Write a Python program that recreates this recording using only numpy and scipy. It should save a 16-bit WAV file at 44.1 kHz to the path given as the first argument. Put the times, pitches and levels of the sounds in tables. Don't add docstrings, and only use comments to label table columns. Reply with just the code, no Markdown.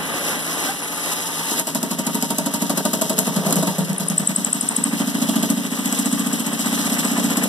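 import sys
import numpy as np
from scipy import signal
from scipy.fft import rfft, irfft
from scipy.io import wavfile

SR = 44100
rng = np.random.default_rng(int(sys.argv[2]) if len(sys.argv) > 2 else 0)


def dump_mix(stems):
    frames = np.atleast_2d(stems).T
    limited = np.clip(frames, -1, 1)
    pcm = np.round(limited * 32767).astype(np.int16)
    wavfile.write(sys.argv[1], SR, pcm)


N = 329868
TIME_S, BINS_HZ = np.arange(N) / SR, np.arange(N // 2 + 1) * SR / N
BITE_S = 1.6
WOOD_BAND_HZ, TEETH_BAND_HZ = (450, 1500), (7000, 13000)


def undb(db):
    return 10 ** (np.asarray(db) / 20)


def over_time(table, column=1):
    table = np.array(table, float)
    return np.interp(TIME_S, table[:, 0], table[:, column])


def over_hz(table, column=1):
    table = np.array(table, float)
    return np.interp(np.log(BINS_HZ + 1), np.log(table[:, 0]), table[:, column])


def add(out, start_s, x):
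    i = int(start_s * SR)
    out[..., i:i + x.shape[-1]] += x[..., :max(N - i, 0)]


def tint(x, spectrum, band_hz):
    gain = undb(over_hz(spectrum))
    in_band = (BINS_HZ > band_hz[0]) & (BINS_HZ < band_hz[1])
    return irfft(rfft(x) * gain / np.sqrt(np.mean(gain ** 2 * in_band)), N)


def walk(rate_hz):
    return 1.44 * np.interp(TIME_S * rate_hz, np.arange(N // 8), rng.standard_normal(N // 8))


def grit(grain_db, rate_hz):
    grains = undb(grain_db * np.clip(walk(rate_hz), -3, 3))
    return rng.standard_normal((2, N)) * grains / np.sqrt(np.mean(grains ** 2))


def rough_tone(hz, flutter_hz):
    phase = 2 * np.pi * np.cumsum(hz) / SR
    return walk(flutter_hz) * np.cos(phase) + walk(flutter_hz) * np.sin(phase)


def bursts(times_s, levels_db, lead_s, rise_s, hold_s, fall_s, tail_db, tail_s):
    t, out = np.arange(SR // 8) / SR, np.zeros(N)
    after_s = np.maximum(t - hold_s, 0)
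    decay = np.exp(-after_s / fall_s) + undb(tail_db) * np.exp(-after_s / tail_s)
    shape = np.minimum(t / rise_s, 1) * decay
    for at_s, db in zip(times_s, levels_db):
        add(out, at_s - lead_s, undb(db) * shape)
    return out


def ring(force, modes, spread_rad):
    t, response = np.arange(SR // 2) / SR, 0
    for k, (hz, db, t60_s) in enumerate(modes):
        offset = (-1) ** k * spread_rad * np.array([[1], [-1]])
        decay = np.exp(-np.log(1000) * t / t60_s)
        response = response + undb(db) * decay * np.cos(2 * np.pi * hz * t + offset)
    return signal.fftconvolve(np.atleast_2d(force), response, axes=1)[:, :N]


def diffuse(x, share, decay_s):
    t = np.arange(SR // 6) / SR
    tail = rng.standard_normal((1, len(t))) * np.exp(-t / decay_s)
    wet = signal.fftconvolve(x, tail, axes=1)[:, :N]
    return np.sqrt(1 - share) * x + np.sqrt(share / np.sum(tail ** 2)) * wet


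# time in seconds, strokes per second.
STROKE_RATE = [(1.6, 12.52), (2.84, 12.83), (2.93, 12.3), (3.07, 12.2), (3.25, 11.2), (3.43, 10.1),
               (3.78, 8.74), (4.3, 10.97), (4.72, 13.22), (5.38, 14.33), (5.63, 13.38), (5.78, 14.75),
               (6.24, 14.71), (6.58, 15.36), (7.48, 15.58)]

def stroke_count():
    return np.cumsum(over_time(STROKE_RATE) * (TIME_S >= BITE_S)) / SR


def swing_db(depth_db, lag_rad):
    return (TIME_S > BITE_S) * depth_db * np.cos(2 * np.pi * stroke_count() - lag_rad)


def stroke_window(centre, width):
    return (TIME_S > BITE_S) * np.exp(-((stroke_count() % 1 - centre) / width) ** 2)


# frequency in Hz, level in dB.
HUM_PARTIALS = [(55.5, -59), (111, -62), (167, -45.5), (293, -46.5)]

def hum(gain_db=-3):
    warped_s = np.cumsum(1 + 0.013 * walk(18)) / SR
    gate = np.clip((BITE_S - TIME_S) / 0.032 + 1, 0, 1)
    partials = sum(undb(db + gain_db + 0.83 * walk(10.3)) * np.sin(2 * np.pi * hz * warped_s)
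                   for hz, db in HUM_PARTIALS)
    return np.sqrt(2) * gate * partials


# time in seconds, pitch in Hz, level in dB.
RUN_UP = [(0, 525, -62), (.19, 560, -35.5), (.31, 572, -54), (.41, 631, -57), (.62, 694, -47),
          (.66, 765, -44), (.695, 790, -29), (.73, 812, -51), (.82, 847, -55), (.95, 859, -47),
          (1.3, 898, -43), (1.6, 925, -41), (1.7, 940, -80)]

def motor_whine(gain_db=-2, octave_db=-5, waver=0.00695, roughness=0.71):
    hz = over_time(RUN_UP) * (1 + waver * walk(40.5))
    phase = 2 * np.pi * np.cumsum(hz) / SR
    octave = undb(octave_db) * np.clip((BITE_S - TIME_S) / 0.34, 0, 1) * np.sin(2 * phase)
    db = over_time(RUN_UP, 2) + gain_db + 1.2 * walk(24.2)
    return undb(db) * (np.sqrt(2) * (np.sin(phase) + octave) + roughness * rough_tone(hz, 60.06))


# time in seconds, level in dB.
RATTLE_LEVELS = [(4.7, -62), (5.25, -47.5), (6.2, -52), (7.48, -53.5)]

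def blade_rattle(hz=3200.0):
    db = over_time(RATTLE_LEVELS) + swing_db(5, lag_rad=-0.11) + 4.9 * walk(250)
    return undb(db) * rough_tone(np.full(N, hz), flutter_hz=900)


# time in seconds, pitch in Hz, level in dB.
BLADE_RESONANCE = [(0, 10380, -37), (1.55, 9900, -36.5), (1.7, 10080, -69), (3.8, 9800, -60),
                   (4.25, 8180, -44), (5.1, 8200, -44.5), (6.8, 8280, -35.5), (7.48, 7710, -38)]

def blade_sizzle(gain_db=-1.5):
    hz = over_time(BLADE_RESONANCE)
    db = over_time(BLADE_RESONANCE, 2) + gain_db + swing_db(4.5, lag_rad=-0.24) + 3 * walk(150)
    return undb(db) * np.array([rough_tone(hz, flutter_hz=1700) for _ in range(2)])


# time in seconds, rub in dB, hiss in dB.
FRICTION_LEVELS = [(0, -30.5, -35), (0.17, -27.5, -31.5), (0.245, -30, -30.5), (0.32, -27, -26),
                   (0.38, -30, -32), (0.46, -32, -29.5), (0.6, -28.5, -28.5), (0.705, -31.5, -26.5),
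                   (0.735, -35.5, -34), (1.13, -31, -28), (1.42, -33.5, -30), (1.58, -29, -25),
                   (1.63, -38, -35), (3, -38.5, -32), (3.68, -35, -30), (3.85, -39.5, -35.5),
                   (5.38, -35, -30.5), (5.6, -37, -34), (5.95, -33.5, -30), (6.4, -35.5, -32),
                   (6.88, -31.5, -27), (7.48, -33, -30.5)]
# frequency in Hz, density in dB.
RUB_SPECTRUM = [(25, -14), (60, -15), (100, -5), (130, -9), (165, -1), (260, 7.5), (380, 0), (520, 3),
                (750, 2.5), (1100, 2.5), (1550, 1.5), (2000, 3), (2900, -1.5), (4000, -11), (6000, -19)]
HISS_SPECTRUM = [(1500, -32), (2100, -37), (2750, 2.5), (3500, 0.5), (4200, -0.7), (5500, 1.5), (7000, 0.5),
                 (8300, 0), (10800, 3), (12500, -0.5), (13500, -3.5), (14300, -28)]

def friction(gain_db=-1, return_db=4, fast_strokes_per_s=14):
    fast = np.clip((over_time(STROKE_RATE) - fast_strokes_per_s) / 0.1, 0, 1)
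    scrape_db = return_db * fast * stroke_window(centre=0.663, width=0.098)
    rub_db = over_time(FRICTION_LEVELS) + swing_db(2.5, lag_rad=0.038) + scrape_db + 1.24 * walk(45)
    hiss_db = over_time(FRICTION_LEVELS, 2) + swing_db(1.26, lag_rad=0.073) + 1.56 * walk(60)
    rub = tint(grit(1.2, 500) * undb(rub_db + gain_db), RUB_SPECTRUM, WOOD_BAND_HZ)
    hiss = tint(grit(1.67, 1200) * undb(hiss_db + gain_db), HISS_SPECTRUM, TEETH_BAND_HZ)
    return diffuse(rub + hiss, share=0.11, decay_s=0.018)


# frequency in Hz, level in dB, T60 in seconds.
SHEET_MODES = [(165, 9, 0.31), (188.6, 5.5, 0.22), (227, 4.5, 0.14), (250, -4.5, 0.36), (280.3, 7, 0.16)]
SHOE_MODES = [(336, -1, 0.12), (381, 0.5, 0.15), (433, -2, 0.21), (555, 2, 0.11), (591, 0, 0.082),
              (641, -5, 0.17), (672, -3.5, 0.13), (770, -22, 0.04), (911, -5, 0.13), (1120, 2.5, 0.06),
              (1210, -22, 0.055), (1515, 4.5, 0.014)]
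# time in seconds, force in dB.
JUDDER_FORCE = [(0, -38.5), (.75, -55), (1.45, -47), (1.7, -34.5), (3.25, -30.5), (3.52, -28.5),
                (3.7, -31.5), (3.8, -30.5), (4.6, -38), (5.3, -32.5), (5.7, -37), (7.48, -31.5)]

def judder(gain_db=-2, shoe_db=-7, clatter_db=-11, clatter_hz=440):
    force_db = over_time(JUDDER_FORCE)
    blows = grit(3.5, 250)[0] * undb(force_db + gain_db + swing_db(4, lag_rad=1.38))
    sheet = ring(blows, SHEET_MODES, spread_rad=0.59)
    shoe = ring(blows, SHOE_MODES, spread_rad=1.0)
    hard_blows = blows * np.clip((force_db - np.median(force_db)) / 8, 0, 1)
    band = signal.iirpeak(clatter_hz, Q=1.05, fs=SR)
    clatter = signal.lfilter(*band, signal.lfilter(*band, hard_blows))
    parts = (sheet, 0), (shoe, shoe_db), (clatter, clatter_db)
    return np.std(blows) * sum(undb(db) * part / np.std(part) for part, db in parts)


# time in seconds, level in dB.
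CLANG_LEVELS = [(1.6, -28.5), (1.68, -36.5), (1.8, -32.5), (2.4, -29), (3.1, -31.5), (3.5, -34.5),
                (3.8, -33), (4.1, -42), (4.7, -36.5), (5.5, -46), (7.48, -48)]

def shoe_clang(times_s, hz=936, scatter_hz=3.5, lead_s=0.006, rise_s=0.0062, t60_s=0.18, free_s=0.09):
    t, out = np.arange(SR // 10) / SR, np.zeros(N)
    amplitude = np.sqrt(2) * undb(over_time(CLANG_LEVELS))
    choke = np.exp(-np.maximum(t - free_s, 0) / 0.016)
    shape = np.minimum(t / rise_s, 1) * np.exp(-np.log(1000) * t / t60_s) * choke
    for at_s, (detune, phase) in zip(times_s, rng.standard_normal((len(times_s), 2))):
        note = np.sin(2 * np.pi * ((hz + scatter_hz * detune) * t + phase))
        add(out, at_s - lead_s, amplitude[int(at_s * SR)] * shape * note)
    return out


def chirp_rows(times_s, from_s=5.75, lead_s=0.012, length_s=0.00825, db=-25.5, hz=7980, scatter_hz=279):
    late_s = times_s[times_s > from_s]
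    return [(at_s - lead_s, length_s, db + scatter_db, hz + scatter_hz * first, hz + scatter_hz * last)
            for at_s, (scatter_db, first, last) in zip(late_s, rng.standard_normal((len(late_s), 3)))]


# start in seconds, length in seconds, level in dB, first and last pitch in Hz.
PINCHES = [(3.9775, 0.0081, -15.5, 8840, 9850), (4.0805, 0.0081, -11.5, 8900, 9500),
           (4.1775, 0.0066, -6, 8520, 7900), (4.2703, 0.0067, -7, 8200, 8150),
           (4.358, 0.0076, -9, 8960, 7840), (4.4435, 0.0067, -8.5, 10090, 6940),
           (4.5268, 0.0061, -7.5, 9800, 7480), (4.608, 0.0058, -10, 10900, 7670),
           (4.686, 0.0055, -5.5, 9130, 8070), (4.762, 0.0061, -6.5, 10270, 7200),
           (4.8375, 0.005, -6, 8930, 7950), (5.9865, 0.0038, -11.5, 9000, 8050),
           (6.056, 0.0045, -16, 9000, 8300), (7.047, 0.0045, -13.5, 8200, 7850)]
# frequency in Hz, density in dB.
SCRAPE_SPECTRUM = [(3000, -28), (6500, -18), (7600, 7), (9800, -4), (11500, -20), (14000, -17)]

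def squeaks(times_s, gain_db=-3, waver_hz=230, beat_hz=720, partner_db=-10, scrape_db=-13, echo_db=-11):
    rows = PINCHES + chirp_rows(times_s)
    tone, grip = np.zeros(N), np.zeros(N)
    for start_s, length_s, db, first_hz, last_hz in rows:
        progress = np.linspace(0, 1, int(length_s * SR))
        knots = rng.standard_normal(10)
        waver = np.interp(progress, np.linspace(0, 1, len(knots)), knots)
        hz = first_hz + (last_hz - first_hz) * progress + waver_hz * waver
        release = np.minimum((1 - progress) * length_s / 0.0007, 1)
        swell = undb(db + gain_db) * np.minimum(progress / 0.62, 1) ** 1.4 * release
        phase = 2 * np.pi * np.cumsum(hz) / SR
        beat = 2 * np.pi * (beat_hz * length_s * progress + knots[0])
        partner = undb(partner_db) * np.sin(phase + beat)
        add(tone, start_s, np.sqrt(2) * swell * (np.sin(phase) + partner))
        add(grip, start_s, swell)
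    grip_flutter = 1 + 0.35 * np.tanh(walk(2500))
    scrape = tint(grip * rng.standard_normal(N), SCRAPE_SPECTRUM, TEETH_BAND_HZ)
    direct = tone * grip_flutter + undb(scrape_db) * scrape
    echo = np.vstack([diffuse(direct[None], share=1, decay_s=0.06) for _ in range(2)])
    return direct * np.array([[1.05], [0.55]]) + undb(echo_db) * echo


# time in seconds, length in seconds, level in dB.
CRACKS = [(1.598, 0.0014, -16), (1.679, .0012, -27), (1.7495, 0.0011, -12.5), (1.8305, .0015, -14),
          (2.067, .002, -21), (2.2255, 0.0022, -14.5), (2.307, .002, -19), (2.386, .0012, -15),
          (2.462, .0015, -19), (2.701, .002, -19), (2.778, .002, -16), (2.854, .003, -18),
          (2.937, .003, -20), (3.019, 0.0056, -18.5), (3.189, .0035, -11), (3.194, 0.0037, -17),
          (3.509, .0012, -15), (3.5268, 0.0023, -11), (3.558, .0012, -17), (3.932, .0012, -18),
          (5.432, .0012, -15), (5.859, .0012, -16.5), (5.927, .0012, -16), (6.273, .0012, -14.5),
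          (6.332, .0012, -20)]
# frequency in Hz, density in dB.
VENEER_SPECTRUM = [(800, -19), (2800, 1), (4300, -4), (6000, 3.5), (7800, 10), (9500, 6), (11300, 7),
                   (12800, 7.5), (14000, -17)]

def splinters():
    cracks = sum(bursts([at_s], [db], lead_s=0.001, rise_s=0.0003, hold_s=length_s,
                        fall_s=0.00076, tail_db=-34, tail_s=0.004) for at_s, length_s, db in CRACKS)
    return tint(grit(2.6, 1500) * cracks, VENEER_SPECTRUM, TEETH_BAND_HZ)


def tooth_crackle(times_s, levels_db, drag_db=1.5, snap_db=8):
    drag = bursts(times_s, levels_db + drag_db, lead_s=0.0114, rise_s=0.00098, hold_s=0.0087,
                  fall_s=0.0029, tail_db=-10, tail_s=0.0064)
    snap = bursts(times_s, levels_db + snap_db, lead_s=0.01004, rise_s=0.00033, hold_s=0.00032,
                  fall_s=0.0011, tail_db=-30, tail_s=0.004)
    return tint(grit(3.6, 1500) * np.hypot(drag, snap), VENEER_SPECTRUM, TEETH_BAND_HZ)


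# frequency in Hz, density in dB.
FIBRE_SPECTRUM = [(100, -5.5), (300, 4.5), (650, 6.5), (1100, 6), (1700, -4.5), (3000, -4), (5000, 2),
                  (9000, -36)]
# lead on the knock in seconds, level in dB.
STROKE_BLOWS = [(0.01, -16), (0.0036, -11.5), (0.0004, -18)]

def wood_rasp(times_s, levels_db, direct_db=-5, drive_db=-52):
    drag = bursts(times_s, levels_db, lead_s=0.0098, rise_s=0.0011, hold_s=0.0087,
                  fall_s=0.0086, tail_db=-47, tail_s=0.015)
    tearing = tint(grit(0.73, 980) * drag, FIBRE_SPECTRUM, WOOD_BAND_HZ)
    blows = np.zeros(N)
    for at_s, db in zip(times_s, levels_db):
        for lead_s, blow_db in STROKE_BLOWS:
            add(blows, at_s - lead_s, undb([db + blow_db]))
    ringing = ring(undb(drive_db) * tearing + blows, SHOE_MODES, spread_rad=0.68)
    return undb(direct_db) * tearing + ringing


THUMP_HZ = 234.8

def thumps(times_s, levels_db, pitches_hz, gain_db=-5.5, lead_s=0.0023, bounce_s=0.01446, bounce_db=-15):
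    t, force = np.arange(-SR // 40, SR // 40) / SR, np.zeros(N)
    for at_s, db, hz in zip(times_s, levels_db, pitches_hz):
        width_s = 0.0065 * (THUMP_HZ / hz) ** 0.77
        shove = np.exp(-(t / width_s) ** 2) * np.cos(2 * np.pi * hz * t)
        shove /= np.sum(np.abs(shove))
        start_s = at_s - lead_s + t[0]
        add(force, start_s, undb(db) * shove)
        add(force, start_s + bounce_s, undb(db + bounce_db) * shove)
    damping_db = -4 * stroke_window(centre=0.71, width=0.12)
    return undb(gain_db + damping_db) * ring(force, SHEET_MODES, spread_rad=0.5)


# time in seconds, then thump, rasp and crackle in dB.
STROKE_LEVELS = [(1.6, -34, -26, -25), (1.68, -25.5, -29, -27.5), (1.78, -14.5, -27.5, -25.5),
                 (2.42, -16.5, -25, -27), (2.85, -14.5, -22.5, -24), (3.18, -15, -22.5, -25.5),
                 (3.3, -13.5, -29, -26.5), (3.47, -9.5, -25.5, -25.5), (3.57, -12, -33, -28),
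                 (3.68, -11, -23.5, -29.5), (3.79, -12, -32, -28.5), (3.9, -13, -39, -32),
                 (4.0, -16.5, -33, -29), (4.3, -15, -37, -37), (4.7, -18.5, -46, -38),
                 (4.95, -12, -34.5, -38), (5.5, -8, -28, -23.5), (5.66, -16.5, -55, -39),
                 (6.0, -11, -40, -28), (6.4, -15, -37, -32.5), (6.95, -12, -34, -37),
                 (7.48, -12.5, -35, -26)]
# time in seconds, thump in dB, thump pitch in Hz, rasp in dB, crackle in dB.
STRAY_JOLTS = [(1.52, -23, 242, -28, -35), (3.51, -17, 180, -41, -33), (3.533, -15.5, 260, -23, -32),
               (3.636, -16, 260, -24.5, -28)]

def blade_knocks(scatter_db=(1, 1.5, 0.9), easy_strokes_per_s=12.78, sag_hz_per_lost_stroke=11.9):
    count = stroke_count()
    at = np.searchsorted(count, np.arange(np.ceil(count[-1])), side="right")
    levels_db = np.column_stack([over_time(STROKE_LEVELS, column)[at] for column in (1, 2, 3)])
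    levels_db += np.array(scatter_db) * rng.standard_normal(levels_db.shape)
    thump_db, rasp_db, crackle_db = levels_db.T
    lost_strokes_per_s = np.maximum(easy_strokes_per_s - over_time(STROKE_RATE)[at], 0)
    thump_hz = THUMP_HZ - sag_hz_per_lost_stroke * lost_strokes_per_s
    return np.vstack([np.column_stack([at / SR, thump_db, thump_hz, rasp_db, crackle_db]), STRAY_JOLTS])


def scene(low_cut_hz=132):
    times_s, thump_db, thump_hz, rasp_db, crackle_db = blade_knocks().T
    radiation = signal.butter(4, low_cut_hz, "high", fs=SR, output="sos")
    sheet = signal.sosfiltfilt(radiation, thumps(times_s, thump_db, thump_hz) + judder())
    teeth = wood_rasp(times_s, rasp_db) + tooth_crackle(times_s, crackle_db)
    teeth = diffuse(teeth, share=0.25, decay_s=0.018)
    cracks = diffuse(splinters(), share=0.2, decay_s=0.027)
    saw = shoe_clang(times_s) + friction() + blade_sizzle() + blade_rattle() + motor_whine()
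    return sheet + teeth + cracks + saw + squeaks(times_s) + hum()


# frequency in Hz, side minus mid in dB, comb depth in dB.
WIDENING = [(61.4, 3, 2), (177, -6, 2.5), (700, -10.5, 0.5), (1180, 7.5, 29), (1550, -1.5, 1.5),
            (2334, 6.5, 10.5), (3580, -7, 3.5), (4360, -3.5, 12), (6100, 2.5, 8.5), (9600, -4, 10),
            (10200, 1, 4.5), (13400, 1, 0)]

def record(dry, comb_hz=2238, null_hz=2290, null_width_hz=200, left_db=3.5, ceiling=0.85, top_hz=14350):
    mid, side = rfft(dry[0] + dry[1]) / 2, rfft(dry[0] - dry[1]) / 2
    comb_rad = 2 * np.pi * BINS_HZ / comb_hz
    leak = np.clip(BINS_HZ / comb_hz - 1, 0, 1) * np.sin(comb_rad)
    side = side * np.sqrt(1 - leak ** 2) - 1j * leak * mid
    side_ratio = undb(over_hz(WIDENING) + over_hz(WIDENING, 2) * np.cos(comb_rad))
    power_trim = np.sqrt(2 / (1 + side_ratio ** 2))
    null = undb(-34 / (1 + np.abs((BINS_HZ - null_hz) / null_width_hz) ** 14))
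    mid, side = mid * power_trim * null, side * power_trim * side_ratio
    lean = undb(left_db * np.exp(-((BINS_HZ - 8500) / 2000) ** 2) / 2)
    wide = irfft(np.array([(mid + side) * lean, (mid - side) / lean]), N)
    rounded = wide / (1 + (wide / ceiling) ** 6) ** (1 / 6)
    return irfft(rfft(rounded) / np.sqrt(1 + (BINS_HZ / top_hz) ** 260), N)


dry = scene()
out = record(dry)
dump_mix(out)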